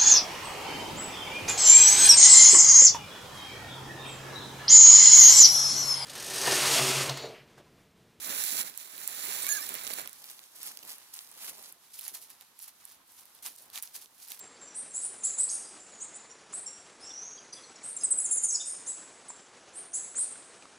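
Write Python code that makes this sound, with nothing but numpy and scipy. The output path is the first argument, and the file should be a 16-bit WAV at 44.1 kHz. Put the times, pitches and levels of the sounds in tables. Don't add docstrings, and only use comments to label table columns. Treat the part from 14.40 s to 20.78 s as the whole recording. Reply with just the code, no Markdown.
import sys
import numpy as np
from scipy import signal
from scipy.fft import rfft, irfft, next_fast_len
from scipy.io import wavfile

SR = 44100
rng = np.random.default_rng(int(sys.argv[2]) if len(sys.argv) > 2 else 0)


def waveform_to_disk(signal):
    frames = np.transpose(np.atleast_2d(signal))
    scaled = np.clip(frames, -1, 1) * 32767
    samples = np.round(scaled).astype(np.int16)
    wavfile.write(sys.argv[1], SR, samples)


N = 281358

# start t/s, length t/s, start f/Hz, top f/Hz, bend, level/dB,
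# upper tone above the lower f/Hz, echo send level/dB
CHIRPS = [ (0.343, 0.0806, 6397, 9050, 3.11, -36.5, 1193, -12),
          (0.535, 0.0473, 5933, 7956, 2.42, -30.5, 2312, -7.5),
          (0.597, 0.0754, 6886, 9486, 1.62, -31, 1578, -14),
          (0.834, 0.04, 5900, 7852, 3, -22.5, 2229, -12.5),
          (0.977, 0.048, 6846, 8320, 1.633, -23, 1966, -10),
          (1.075, 0.088, 7803, 9300, 1.135, -30, 2000, -13.5),
          (1.742, 0.0331, 7030, 8054, 1.46, -43, 1302, -19.5),
          (2.124, 0.044, 6366, 8230, 2.35, -34.5, 2088, -11.5),
          (2.151, 0.045, 7895, 8850, 1.86, -42.5, 1960, -6.5),
          (3.43, 0.0415, 6600, 8553, 2.78, -37, 2156, -8.5),
          (3.458, 0.051, 8145, 9173, 1.206, -37.5, 1838, -6),
          (4.249, 0.0567, 7696, 8956, 2.61, -34, 1854, -7),
          (4.461, 0.0566, 5577, 8027, 2.66, -31, 2382, -11.5),
          (5.334, 0.0627, 7090, 9574, 0.936, -38.5, 2047, -8),
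          (5.531, 0.0425, 5652, 7978, 2.4, -28, 2436, -8),
          (5.752, 0.0978, 6182, 9165, 1.54, -25, 1616, -16)]
# start t/s, length t/s, start f/Hz, fall f/Hz,
# level/dB, upper tone above the lower at the start f/Hz, echo send level/dB
TRILL_NOTES = [ (2.977, 0.0157, 3300, 200, -51.5, 1500, -14.5),
               (3.127, 0.0167, 4928, 700, -40.5, 1180, -14.5), (3.235, 0.0168, 4370, 250, -49.5, 1706, -11),
               (3.356, 0.0172, 5590, 800, -50, 1420, -14), (3.565, 0.0124, 7562, 400, -29, 2010, -15),
               (3.608, 0.0201, 5112, 300, -44.5, 1469, -13.5),
               (3.635, 0.0249, 8210, 1100, -21, 1778, -18.5),
               (3.706, 0.0283, 8193, 1138, -20.5, 1768, -17.5),
               (3.773, 0.0327, 8142, 1486, -24.5, 1787, -14), (3.841, 0.0245, 7501, 1294, -27, 1851, -12),
               (3.908, 0.025, 7530, 1183, -24.5, 1843, -10),
               (3.969, 0.0258, 7222, 1117, -26.5, 1846, -14.5),
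               (4.032, 0.022, 7143, 1315, -25, 1803, -13.5), (4.087, .026, 6512, 1200, -29, 1265, -11),
               (4.199, 0.0253, 3636, 60, -39, 3593, -10)]
# start t/s, length
# t/s, start f/Hz, end f/Hz, bend (+ early, - late), # level/dB, echo send level/dB
WHISTLES = [ (0.0, 0.0105, 8250, 9110, -1.5, -47.5, -12), (0.346, 0.0327, 9200, 10840, 1.45, -50, -9),
            (0.36, 0.0597, 7400, 8316, 5.5, -42.5, -12), (0.867, 0.0115, 7650, 6430, -1.5, -28, -6),
            (1.087, 0.0144, 3710, 6575, 1, -34, -8), (1.223, 0.0498, 5500, 4760, 2, -57.5, -7),
            (1.601, 0.0316, 6025, 7153, 0.62, -33, -16), (1.597, 0.0301, 7170, 8255, 0.3, -38, -13.5),
            (1.605, 0.0197, 8740, 9140, 5.5, -50, -16.5), (1.62, 0.0299, 7980, 9060, 1.35, -41, -17.5),
            (1.636, 0.0267, 7310, 7570, 3, -42, -16), (1.896, 0.0364, 5210, 5730, 5, -51.5, -17),
            (1.899, 0.027, 7120, 7250, 0.5, -48, -15), (2.26, 0.039, 5074, 5677, 4, -43, -13.5),
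            (2.604, 0.0312, 10060, 7800, -0.55, -55, -5), (2.669, 0.0126, 5720, 7600, -0.43, -44.5, -11),
            (3.128, 0.0147, 10950, 6930, -0.75, -44, -5), (3.586, 0.013, 5740, 7530, -0.46, -44, -5),
            (3.797, 0.0278, 10130, 9930, -0.82, -30.5, -12), (3.91, 0.0577, 10060, 9921, 9, -27, -22),
            (4.022, 0.0364, 10830, 10420, -1.5, -32.5, -16), (4.137, 0.029, 6750, 6923, 2.06, -24.5, -15.5),
            (4.138, 0.027, 5687, 4670, -1.26, -29.5, -15.5), (4.297, 0.044, 9320, 9650, -0.5, -53, -7),
            (4.881, 0.0293, 8610, 7250, 2, -39, -13), (4.882, 0.0148, 9870, 8100, -0.65, -42.5, -14),
            (5.906, 0.0356, 7560, 8560, 2.5, -38, -14)]
# start t/s, start f/Hz, level/dB, echo send level/dB
PIPS = [ (0.0, 7570, -44, -7.5), (0.151, 4677, -62.5, -6), (0.209, 7497, -49, 1), (0.266, 5954, -58, 1.5),
        (0.493, 7573, -56.5, 8.5), (0.802, 7324, -46, -2.5), (1.392, 7384, -50.5, -1),
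        (1.518, 6966, -62, 9.5), (1.098, 6682, -36, -14.5), (1.736, 7266, -47.5, -3.5),
        (2.261, 7526, -34.5, -11.5), (2.643, 7593, -48, -7), (2.703, 3544, -52, -15),
        (3.161, 3460, -54.5, -0.5), (3.612, 10370, -45, -12), (3.966, 10750, -40.5, -20.5),
        (4.04, 9190, -24.5, -24), (4.122, 7906, -27, -12), (4.123, 9710, -34.5, -10.5)]
# t/s, f/Hz, level/dB before waver
SLOW_WHISTLE = [(2.608, 5042, -61), (2.645, 5538, -58.5), (2.75, 5870, -54), (2.801, 6070, -54),
                (2.84, 6450, -56.5), (2.93, 6550, -66)]
# f/Hz, time to fall by 60 dB t/s
ECHO_DECAY = [(3600, 0.14), (5000, 0.723), (6000, 0.617), (8000, 0.4396), (11000, 0.511)]
# f/Hz, relative level/dB
ECHO_COLOUR = [(3600, -4), (5000, -2), (7000, -1.5), (11000, -2)]
# t/s, ring level/dB, ring f/Hz
TWIG_TICKS = [(2.133, -37.5, 1234), (4.903, -33.5, 986), (5.747, -40.5, 1570), (5.784, -39, 1527),
              (5.957, -40, 1506), (6.224, -40.5, 2495), (6.255, -39, 1186)]
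# f/Hz, relative level/dB per Hz
HISS_SHAPE = [(20, -25.5), (195, -2), (398, 2), (1540, -2.5), (3310, -8.5), (5480, -8.5), (6770, -6.5),
              (7730, -14.5), (10300, -13.5), (11200, -22.5), (14600, -50.5)]

FALL_BEND, UPPER_FALL_SHARE = -3.5, 1.258
UPPER_LEAD_S = 0.0018
UPPER_DB, THIN_FROM_HZ, THIN_DB_PER_KHZ, THINNEST_DB = -0.5, 8955, 8.5, -13
PIP_S, PIP_DROP_HZ, PIP_BEND = 0.02025, 264, -1.95
SLOW_ECHO_DB = 3
SWELL_SKEW, SWELL_POWER = -0.038, 0.277
GROW_DB = 14
LOSS_DB_PER_KHZ_PER_MS = 20.5
WAVER_DB, HOARSE_HZ = 2.4, 70
AIR_DB, AIR_LOW_HZ, AIR_HIGH_HZ, AIR_LINGERS_S = -27.5, 4000, 7930, 0.0603
TICK_T60_S, SNAP_T60_S = 0.01146, 0.0118
SNAP_DB, SNAP_SPREAD = -3, 3.25
HISS_DB, HISS_FLUTTER_DB = -54.5, 1.995
DRONE_HZ, DRONE_WIDTH_HZ, DRONE_DB, DRONE_SWELL_DB = 7785, 195, -72, 7.5
CUTOFF_HZ = 11100


def from_db(db):
    return 10 ** (np.asarray(db) / 20)


def rms_one(x):
    return x / np.sqrt(np.mean(x ** 2) + 1e-20)


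def at_hz(points, hz):
    curve_hz, value = np.transpose(points)
    return np.interp(np.log(hz), np.log(curve_hz), value)


def drift(rate_hz, count):
    r = np.exp(-2 * np.pi * rate_hz / SR)
    settled = signal.lfilter([1], [1, -2 * r, r * r], rng.standard_normal(count + SR))[SR:]
    return rms_one(settled)


def band_noise(noise, order, low_hz, high_hz):
    band = signal.butter(order, [low_hz, high_hz], "band", fs=SR, output="sos")
    return signal.sosfilt(band, noise)


def glide_share(u, bend):
    if bend > 0:
        return np.tanh(bend * u) / np.tanh(bend)
    return 1 - np.tanh(bend * (1 - u)) / np.tanh(bend)


def add_tone(buses, s, length, start_hz, end_hz, bend, level_db, echo_db, waver, tremble_hz, thins=False):
    at = max(round(s * SR), 0)
    u = np.linspace(0, 1, round(length * SR))
    span = slice(at, at + len(u))
    share = glide_share(u, bend)
    glide_hz = start_hz + (end_hz - start_hz) * share
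    khz_per_ms = np.abs(np.gradient(glide_hz)) * SR / 1e6
    swell = np.abs(np.sin(np.pi * u ** np.exp(SWELL_SKEW * bend))) ** SWELL_POWER
    growth_db = -GROW_DB * (bend > 0) * (1 - share) ** 2
    tone_db = level_db + growth_db - LOSS_DB_PER_KHZ_PER_MS * khz_per_ms + waver[span]
    if thins:
        over_khz = (glide_hz - THIN_FROM_HZ) / 1000
        tone_db = tone_db + np.clip(UPPER_DB - THIN_DB_PER_KHZ * over_khz, THINNEST_DB, UPPER_DB)
    phase = 2 * np.pi * np.cumsum(glide_hz + tremble_hz[span]) / SR
    tone = swell * from_db(tone_db) * np.sin(phase)
    buses[:, span] += tone * from_db([[0], [echo_db]])


def add_two_tone(buses, s, length, lower_hz, upper_hz, bend, level_db, echo_db, wavers):
    lower, upper, tremble_hz = wavers
    add_tone(buses, s, length, *lower_hz, bend, level_db, echo_db, lower, tremble_hz)
    add_tone(buses, s - UPPER_LEAD_S, length, *upper_hz, bend, level_db, echo_db, upper, tremble_hz, thins=True)


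def chirps(buses, wavers):
    for s, length, start_hz, top_hz, bend, level_db, above_hz, echo_db in CHIRPS:
        upper_hz = (start_hz + above_hz, top_hz + above_hz)
        add_two_tone(buses, s, length, (start_hz, top_hz), upper_hz, bend, level_db, echo_db, wavers)


def trill(buses, wavers):
    for s, length, hz, fall_hz, level_db, above_hz, echo_db in TRILL_NOTES:
        lower_hz = (hz, hz - fall_hz)
        upper_hz = (hz + above_hz, hz + above_hz - fall_hz * UPPER_FALL_SHARE)
        add_two_tone(buses, s, length, lower_hz, upper_hz, FALL_BEND, level_db, echo_db, wavers)


def air():
    t, level = np.arange(N) / SR, np.zeros(N)
    for s, length, _, _, _, chirp_db, _, _ in CHIRPS:
        rise = np.clip((t - s) / length * 2, 0, 1)
        fade = np.exp(-np.maximum(t - s - length, 0) / AIR_LINGERS_S)
        level += from_db(chirp_db + AIR_DB) * rise * fade
    return level * rms_one(band_noise(rng.standard_normal(N), 2, AIR_LOW_HZ, AIR_HIGH_HZ))


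def whistles(buses, wavers):
    _, upper, tremble_hz = wavers
    for s, hz, level_db, echo_db in PIPS:
        add_tone(buses, s, PIP_S, hz, hz - PIP_DROP_HZ, PIP_BEND, level_db, echo_db, upper, tremble_hz)
    for row in WHISTLES:
        add_tone(buses, *row, upper, tremble_hz)


def slow_whistle(buses, wavers):
    lower, _, tremble_hz = wavers
    s, hz, db = np.transpose(SLOW_WHISTLE)
    t = np.arange(N) / SR
    sounding = (t > s[0]) * (t < s[-1])
    phase = 2 * np.pi * np.cumsum(np.interp(t, s, hz) + tremble_hz) / SR
    tone = from_db(np.interp(t, s, db) + lower) * sounding * np.sin(phase)
    buses += tone * from_db([[0], [SLOW_ECHO_DB]])


def calls():
    buses = np.zeros((2, N))
    lower, upper = WAVER_DB * drift(180, N), WAVER_DB * drift(150, N)
    wavers = lower, upper, HOARSE_HZ * drift(742, N)
    for source in (chirps, trill, whistles, slow_whistle):
        source(buses, wavers)
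    return buses


def grove(send):
    t, response = np.arange(SR) / SR, np.zeros(SR)
    edges_hz = np.geomspace(2800, 12500, 9)
    for low, high in zip(edges_hz, edges_hz[1:]):
        centre_hz = np.sqrt(low * high)
        near = from_db(-60 * t / at_hz(ECHO_DECAY, centre_hz))
        far = from_db(-23.0 - 25 * t)
        band = band_noise(rng.standard_normal(SR), 2, low, high)
        response += band * from_db(at_hz(ECHO_COLOUR, centre_hz)) * (near + far)
    response *= -np.expm1(-t / 0.002)
    response *= 2.17 / np.sqrt(np.sum(response ** 2))
    return signal.fftconvolve(send, response)[:N]


def ticks():
    out, t = np.zeros(N), np.arange(SR // 50) / SR
    for s, level_db, hz in TWIG_TICKS:
        at = round(s * SR)
        ring = from_db(level_db - 60 * t / TICK_T60_S) * np.sin(2 * np.pi * hz * t)
        noise = band_noise(rng.standard_normal(len(t)), 1, hz / SNAP_SPREAD, hz * SNAP_SPREAD)
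        snap = from_db(level_db + SNAP_DB - 60 * t / SNAP_T60_S) * noise
        out[at:at + len(t)] += ring + snap
    return out


def hiss():
    size = next_fast_len(N)
    hz = np.maximum(np.arange(size // 2 + 1) * SR / size, 1)
    turn = np.pi * np.log2(hz)
    white = rfft(rng.standard_normal((2, size))) * [np.cos(turn), np.sin(turn)]
    halves = irfft(white * from_db(at_hz(HISS_SHAPE, hz)), size)[:, :N]
    flutter_db = HISS_FLUTTER_DB * np.array([drift(22.2, N), drift(22.4, N)])
    return from_db(HISS_DB) * rms_one(np.sum(halves * from_db(flutter_db), axis=0))


def drone():
    half_hz = DRONE_WIDTH_HZ / 2
    tone = rms_one(band_noise(rng.standard_normal(N), 2, DRONE_HZ - half_hz, DRONE_HZ + half_hz))
    return from_db(DRONE_DB + DRONE_SWELL_DB * drift(2.33, N)) * tone


def scene():
    direct, send = calls()
    mono = direct + air() + grove(send) + ticks() + hiss() + drone()
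    return np.array([mono, mono])


def record(dry):
    return signal.sosfilt(signal.ellip(12, .5, 62, CUTOFF_HZ, fs=SR, output="sos"), dry)


dry = scene()
out = record(dry)
waveform_to_disk(out)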